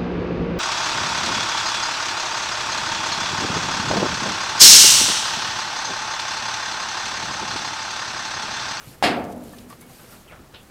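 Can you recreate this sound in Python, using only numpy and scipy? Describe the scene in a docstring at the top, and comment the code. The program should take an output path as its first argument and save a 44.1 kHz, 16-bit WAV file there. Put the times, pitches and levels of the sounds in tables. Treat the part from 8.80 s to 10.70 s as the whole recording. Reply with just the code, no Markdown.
"""A sheet-metal shed takes one hard bang: a blow and crack, a dense clang of filtered noise that darkens
as it dies, decaying sines for the panel modes that stand out, and a low beating hum of two big panels.
Small goats walk about: stalks snap and grass rustles (noise), hooves knock on boards and stones (rough tones),
thud on soil (low sines), scrape (gliding narrow noise), shuffle and tread (noise), over soft outdoor air."""
import sys
import numpy as np
from scipy import signal
from scipy.fft import rfft, irfft, next_fast_len
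from scipy.io import wavfile
from scipy.ndimage import uniform_filter1d

SR = 44100
rng = np.random.default_rng(int(sys.argv[2]) if len(sys.argv) > 2 else 0)


def field_ratio(decibels):
    """Amplitude ratio for a level in dB (20 dB per decade); scalars and array-likes work."""
    return 10 ** (np.asarray(decibels, dtype=float) / 20)


def dump(signal):
    """Clip the signal to [-1, 1] and save it as 16-bit WAV at the path in sys.argv[1]."""
    limited = np.clip(np.atleast_2d(signal).T, -1, 1)
    pcm = np.round(limited * 32767).astype(np.int16)
    wavfile.write(sys.argv[1], SR, pcm)


N = 83790
BANG_S = 0.2255


def unit(x):
    """x at rms 1."""
    return x / np.sqrt(np.mean(x ** 2) + 1e-20)


def along(points, hz):
    """(f/Hz, value) points interpolated on a log frequency axis."""
    f, v = np.transpose(points)
    return np.interp(np.log(hz + 1), np.log(f + 1), v)


def curve(rows):
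    """One value per sample from (t/s, value) rows."""
    return np.interp(np.arange(N) / SR, *np.transpose(rows))


def filtered(x, response):
    """x times a response of frequency."""
    m = next_fast_len(N + SR // 4)
    return irfft(rfft(x, m) * response(np.fft.rfftfreq(m, 1 / SR)), m)[..., :N]


def noise(response):
    """White noise through a response of frequency, at rms 1."""
    return unit(filtered(rng.standard_normal(N), response))


def since(s):
    """Seconds since a moment, zero before it."""
    return np.maximum(np.arange(N) / SR - s, 0)


def decay(s, t60_s, rise_s):
    """Envelope that builds up at s with time constant rise_s and dies away."""
    t = since(s)
    return (1 - np.exp(-t / rise_s)) * field_ratio(-60 * t / t60_s)


def rush(spectrum, patchy_db, grain_db):
    """Noise of rms 1 with time-frequency patches of random gain and grainy level."""
    grains = field_ratio(grain_db * unit(uniform_filter1d(rng.standard_normal(N), size=60)))
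    z = signal.stft(grains * rng.standard_normal(N), nperseg=512)[2]
    field = uniform_filter1d(rng.standard_normal(z.shape), size=8, axis=0)
    field = uniform_filter1d(field, size=6, axis=1)
    x = signal.istft(z * field_ratio(patchy_db * unit(field)), nperseg=512)[1][:N]
    return unit(filtered(x, lambda hz: field_ratio(along(spectrum, hz))))


def blow():
    """First contact: a short dent of the sheet, one damped cosine."""
    t = since(BANG_S)
    return -field_ratio(-6.5) * decay(BANG_S, 0.028, rise_s=0.00012) * np.cos(2 * np.pi * 780 * (t - 0.0002))


def crack():
    """Crack of the blow: a few ms of noise, low-passed near 5 kHz."""
    burst = noise(lambda hz: 1 / (1 + (hz / 5000) ** 4))
    return field_ratio(-13.5) * decay(BANG_S, 0.0073, rise_s=0.0001) * burst


def strike(hz, t60_s):
    """Envelope of a sheet mode: the bang, then the sheet slaps its frame, feeding the treble."""
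    # Time constant of the build-up: f/Hz, rise/s
    clang_rise = [(100, 0.0067), (300, 0.014), (700, 0.0015), (2500, 0.0028), (5000, 0.003),
                  (12000, 0.00047)]
    rebound_delay_s, rebound_db, rebound_hz = 0.011, 4.5, 3200
    # weight of the slap against the bang, greatest at rebound_hz
    slap = field_ratio(rebound_db) / (1 + np.log(hz / rebound_hz) ** 2 / 0.49)
    first = decay(BANG_S, t60_s, along(clang_rise, hz))
    rebound = decay(BANG_S + rebound_delay_s, t60_s, rise_s=0.002)
    return (first + slap * rebound) / (1 + slap)


def clang():
    """The sheet's countless modes as noise in log-spaced bands, each dying at its own rate."""
    # Relative spectrum of the dense modes before decay: f/Hz, density/dB per Hz
    clang_tone = [(35, -59), (60, -19), (150, -13.5), (210, -6), (400, -8), (560, -6), (720, -6),
                  (980, -11), (1600, -8), (2470, -7.5), (3500, -10), (5100, -11.5), (5500, -21),
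                  (8000, -23.5), (11200, -29.5), (14500, -40), (15800, -44)]
    # Decay of the modes: f/Hz, t60/s
    clang_t60 = [(80, 2.3), (210, 1.39), (560, 1.2), (1470, 0.55), (3880, 0.31), (10200, 0.25)]
    centres_hz = np.geomspace(50, 16000, num=26)
    step = np.log(centres_hz[1] / centres_hz[0])

    def triangles(hz):
        return np.clip(1 - abs(np.log((hz + 1) / centres_hz[:, None])) / step, 0, 1)

    bands = filtered(noise(lambda hz: field_ratio(along(clang_tone, hz))), triangles)
    ringing = sum(band * strike(hz, along(clang_t60, hz)) for band, hz in zip(bands, centres_hz))
    return field_ratio(-15) * ringing


def panels():
    """Panel modes that stand out of the clang: decaying sines of alternating sign."""
    # Modes: f/Hz, relative level/dB, t60/s
    panel_modes = [(192.2, -9, 1.54), (221, -6.5, 1.24), (263, -23, 0.58), (294.7, -2, 1.24),
                   (326.2, -11, 1.04), (373.8, -4.5, 0.9), (391.5, -6.5, 0.46), (499.5, -12, 1.2),
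                   (570, -9.5, 1.2), (624, -11.5, 0.91), (660, -5, 0.88), (697, 1.5, 0.8), (721, 1.5, 0.73),
                   (742, -10, 0.64), (765.6, 0.5, .5), (874, -24, 0.62), (915, -5, 0.67), (1034, -8, 0.31),
                   (1147, 0, 0.35), (1655, -4.5, 0.4), (1884, -8.5, .35), (1990, -6.5, 0.42),
                   (2145, -2, 0.4), (2784, 2.5, 0.23), (3629, -9, 0.31), (4378, -3, 0.18)]
    t = since(BANG_S)
    out = np.zeros(N)
    for k, (hz, db, t60_s) in enumerate(panel_modes):
        out += (-1) ** k * field_ratio(db) * strike(hz, t60_s) * np.sin(2 * np.pi * hz * t)
    return field_ratio(-25.5) * out


def hum():
    """Two wall panels of nearly the same pitch, starting in antiphase and beating."""
    centre_hz, beat_hz, each_db, t60_s = 245.6, 4.1, -32.5, 2.19
    t = since(BANG_S)
    # the product equals two sines beat_hz apart
    pair = 2 * np.sin(np.pi * beat_hz * t) * np.cos(2 * np.pi * centre_hz * t)
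    return field_ratio(each_db) * decay(BANG_S, t60_s, rise_s=0.011) * pair


def bang():
    """The blow dents the sheet; its modes ring and die by pitch, the big panels last."""
    return hum() + blow() + crack() + clang() + panels()


def snaps():
    """Stalks snapping: each a short burst of noise around its own pitch."""
    # Snaps: t/s, level/dB before the trim, centre f/Hz, t60/s
    stalks = [(.441, -31.5, 5650, .01), (0.449, -36, 5960, .01), (.524, -35, 6500, 0.012),
              (0.5623, -36, 10000, .006), (0.5796, -35, 8100, 0.0056), (.609, -42, 8000, .008),
              (0.6384, -35, 8700, 0.012), (0.693, -36, 6000, 0.011), (0.7284, -45, 9240, 0.038),
              (0.784, -37, 3650, 0.046), (0.9003, -35, 10010, 0.019), (1.0096, -39, 10000, 0.065),
              (1.065, -42, 14000, 0.013), (1.094, -43, 9100, .02), (1.829, -45, 8930, 0.014)]
    trim_db, q = -3.5, 2
    out = np.zeros(N)
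    for s, db, centre_hz, t60_s in stalks:
        width_hz = centre_hz / q
        burst = noise(lambda f: 1j * f * width_hz / (centre_hz ** 2 - f * f + 1j * f * width_hz))
        out += field_ratio(db + trim_db) * decay(s, t60_s, rise_s=0.00048) * burst
    return out


def knocks():
    """Hooves knocking small boards and stones: a roughened ring over a dull puff of dirt."""
    # Knocks: t/s, ring level/dB, f/Hz, t60/s
    hits = [(.004, -45, 1310, 0.069), (0.043, -43.5, 1244, 0.046), (.598, -48, 716, 0.077),
            (.732, -45.5, 1157, 0.072), (.734, -42.5, 1743, 0.06), (.902, -37, 1152, 0.094),
            (.925, -34.5, 1172, 0.06), (1.017, -47.5, 2225, 0.17), (1.095, -44.5, 766, 0.13),
            (1.195, -41, 598, 0.045), (1.293, -49.5, 1405, .06), (1.325, -47.5, 1380, 0.14),
            (1.516, -43.5, 1410, 0.077), (1.518, -42.5, 616, 0.033), (1.521, -40.5, 2180, .04),
            (1.59, -46, 1343, 0.075), (1.744, -43, 1476, 0.077), (1.738, -41.5, 393, 0.029)]
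    roughness = 0.35  # noise rms against sine peak
    puff_db, puff_t60_s, puff_hz = -5.5, 0.057, 1970  # level relative to the ring
    out = np.zeros(N)
    for s, db, hz, t60_s in hits:
        rough = noise(lambda f: 1 / (1 + ((f - hz) / (0.1 * hz)) ** 2))
        puff = noise(lambda f: f / (f + 400) / (1 + (f / puff_hz) ** 2))
        ring = np.sin(2 * np.pi * hz * since(s)) + roughness * rough
        out += field_ratio(db) * decay(s, t60_s, rise_s=0.0022) * ring
        out += field_ratio(db + puff_db) * decay(s, puff_t60_s, rise_s=0.00086) * puff
    return out


def thuds():
    """Hooves landing on soil: each a low damped sine."""
    # Landings: t/s, level/dB, f/Hz, t60/s
    landings = [(0.072, -26, 122, 0.052), (.088, -32.5, 263, 0.043), (0.106, -36.5, 137, 0.14),
                (1.086, -43, 125, 0.16), (1.409, -52, 204, 0.041)]
    out = np.zeros(N)
    for s, db, hz, t60_s in landings:
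        out += field_ratio(db) * decay(s, t60_s, rise_s=0.0032) * np.sin(2 * np.pi * hz * since(s))
    return out


def scrapes():
    """Narrow rough noise whose centre slides down, then holds until the hoof stops."""
    # Scrapes: t/s, level/dB, start f/Hz, end f/Hz, t60/s
    strokes = [(1.475, -47.5, 2975, 2250, 0.43), (1.74, -40.5, 3500, 3064, 0.25),
               (1.741, -51.5, 5010, 4580, .1)]
    # Gaussian half-width of each scrape: f/Hz
    half_widths_hz = [420, 1090, 1200]
    # Stop of each scrape after its start: t/s
    stops_s = [0.048, 0.12, .05]
    glide_s, fade_s = 0.04, 0.01
    out = np.zeros(N)
    for (s, db, start_hz, end_hz, t60_s), wide_hz, stop_s in zip(strokes, half_widths_hz, stops_s):
        hz = end_hz + (start_hz - end_hz) * np.clip(1 - since(s) / glide_s, 0, 1)
        slow = unit(filtered(rng.standard_normal((2, N)), lambda f: np.exp(-(f / wide_hz) ** 2)))
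        phase = 2 * np.pi * np.cumsum(hz) / SR
        carried = slow[0] * np.cos(phase) + slow[1] * np.sin(phase)
        fade = np.clip((stop_s - since(s)) / fade_s, 0, 1)
        out += field_ratio(db) * decay(s, t60_s, rise_s=0.0049) * fade * carried
    return out


def grass():
    """Dry grass rustling under the goats: bright patchy noise on a level curve."""
    # Level, in two runs: t/s, level/dB
    rustle_runs = [
        [(0.0, -51.5), (0.066, -51), (0.082, -48), (0.152, -53.5), (0.172, -63), (0.186, -57), (0.21, -67)],
        [(0.4, -56), (0.432, -66), (0.444, -55.5), (0.474, -62), (0.528, -51.5), (0.546, -67), (0.65, -53.5),
         (0.834, -55.5), (0.872, -66), (0.9, -51), (0.988, -61.5), (1.014, -52.5), (1.05, -61), (1.114, -51),
         (1.288, -53), (1.326, -48.5), (1.452, -60.5), (1.694, -73), (1.828, -61), (1.9, -65)],
    ]
    # Relative spectrum: f/Hz, density/dB per Hz
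    rustle_tone = [(1470, -17), (2500, -1.5), (3430, -4), (4490, -3), (5230, -4.5), (9980, -3.5),
                   (14200, -4), (15700, -18.5)]
    return field_ratio(curve(np.vstack(rustle_runs))) * rush(rustle_tone, patchy_db=1.5, grain_db=1.0)


def shuffle():
    """Hooves shuffling on loose ground: grainy low-mid noise on a level curve."""
    # Level, in two runs: t/s, level/dB
    shuffle_runs = [
        [(0.0, -44.5), (0.012, -48), (0.074, -53.5), (0.082, -58), (0.09, -58), (0.112, -61), (0.124, -54),
         (0.156, -49.5), (0.164, -78), (0.168, -56), (0.19, -62), (0.2, -57)],
        [(0.95, -58.5), (1.028, -58.5), (1.172, -62), (1.198, -49.5), (1.288, -57.5), (1.294, -52),
         (1.364, -50), (1.404, -75), (1.528, -45), (1.72, -70.5), (1.742, -44.5), (1.82, -69), (1.892, -91),
         (1.9, -39)],
    ]
    # Relative spectrum: f/Hz, density/dB per Hz
    shuffle_tone = [(150, -7), (250, -13), (305, -10), (479, -7.5), (875, -13), (1360, -10.5),
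                    (4000, -26.5), (5200, -67), (8800, -120)]
    return field_ratio(curve(np.vstack(shuffle_runs))) * rush(shuffle_tone, patchy_db=0.5, grain_db=2.5)


def tread():
    """Dull tread carried by the ground: low noise on a level curve."""
    # Level, in two runs: t/s, level/dB before the trim
    tread_runs = [
        [(0.0, -56), (0.016, -61), (0.05, -65), (0.062, -51), (0.078, -47.5), (0.164, -52), (0.2, -49.5)],
        [(0.92, -48.5), (0.93, -54), (1.122, -47), (1.152, -53), (1.344, -51), (1.366, -57), (1.424, -53),
         (1.438, -58), (1.508, -48.5), (1.574, -75), (1.596, -46), (1.68, -58), (1.744, -50.5), (1.9, -62)],
    ]
    # Relative spectrum: f/Hz, density/dB per Hz
    tread_tone = [(15, -36), (25, -3), (193, -4), (239, -0.5), (303, -7.5), (500, -4.5), (650, -37),
                  (1100, -120)]
    trim_db = -3.0
    return field_ratio(curve(np.vstack(tread_runs)) + trim_db) * rush(tread_tone, patchy_db=2.0, grain_db=0.6)


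def air():
    """Soft outdoor air: noise of steady mean level, strongest in the bass."""
    # Relative spectrum: f/Hz, density/dB per Hz
    air_tone = [(12, -42), (20, -4.5), (133, -1.5), (385, -10.5), (430, -16.5), (618, -9.5), (966, -14),
                (1390, -15.5), (2430, -22), (3030, -23), (15700, -30)]
    return field_ratio(-50) * rush(air_tone, patchy_db=0.5, grain_db=0.5)


def scene():
    """All sources at one microphone."""
    goats = snaps() + knocks() + thuds() + scrapes() + grass() + shuffle() + tread()
    return (bang() + goats + air())[None]


def low_pass(x):
    """Removes everything above the highest recorded frequency."""
    return signal.sosfilt(signal.butter(12, 15870, fs=SR, output="sos"), x)


def record(dry):
    """Sharp band limit: nothing passes from top_hz up."""
    top_hz = 15850
    mix = filtered(dry, lambda hz: hz < top_hz)
    return low_pass(mix)


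dry = scene()
out = record(dry)
dump(out)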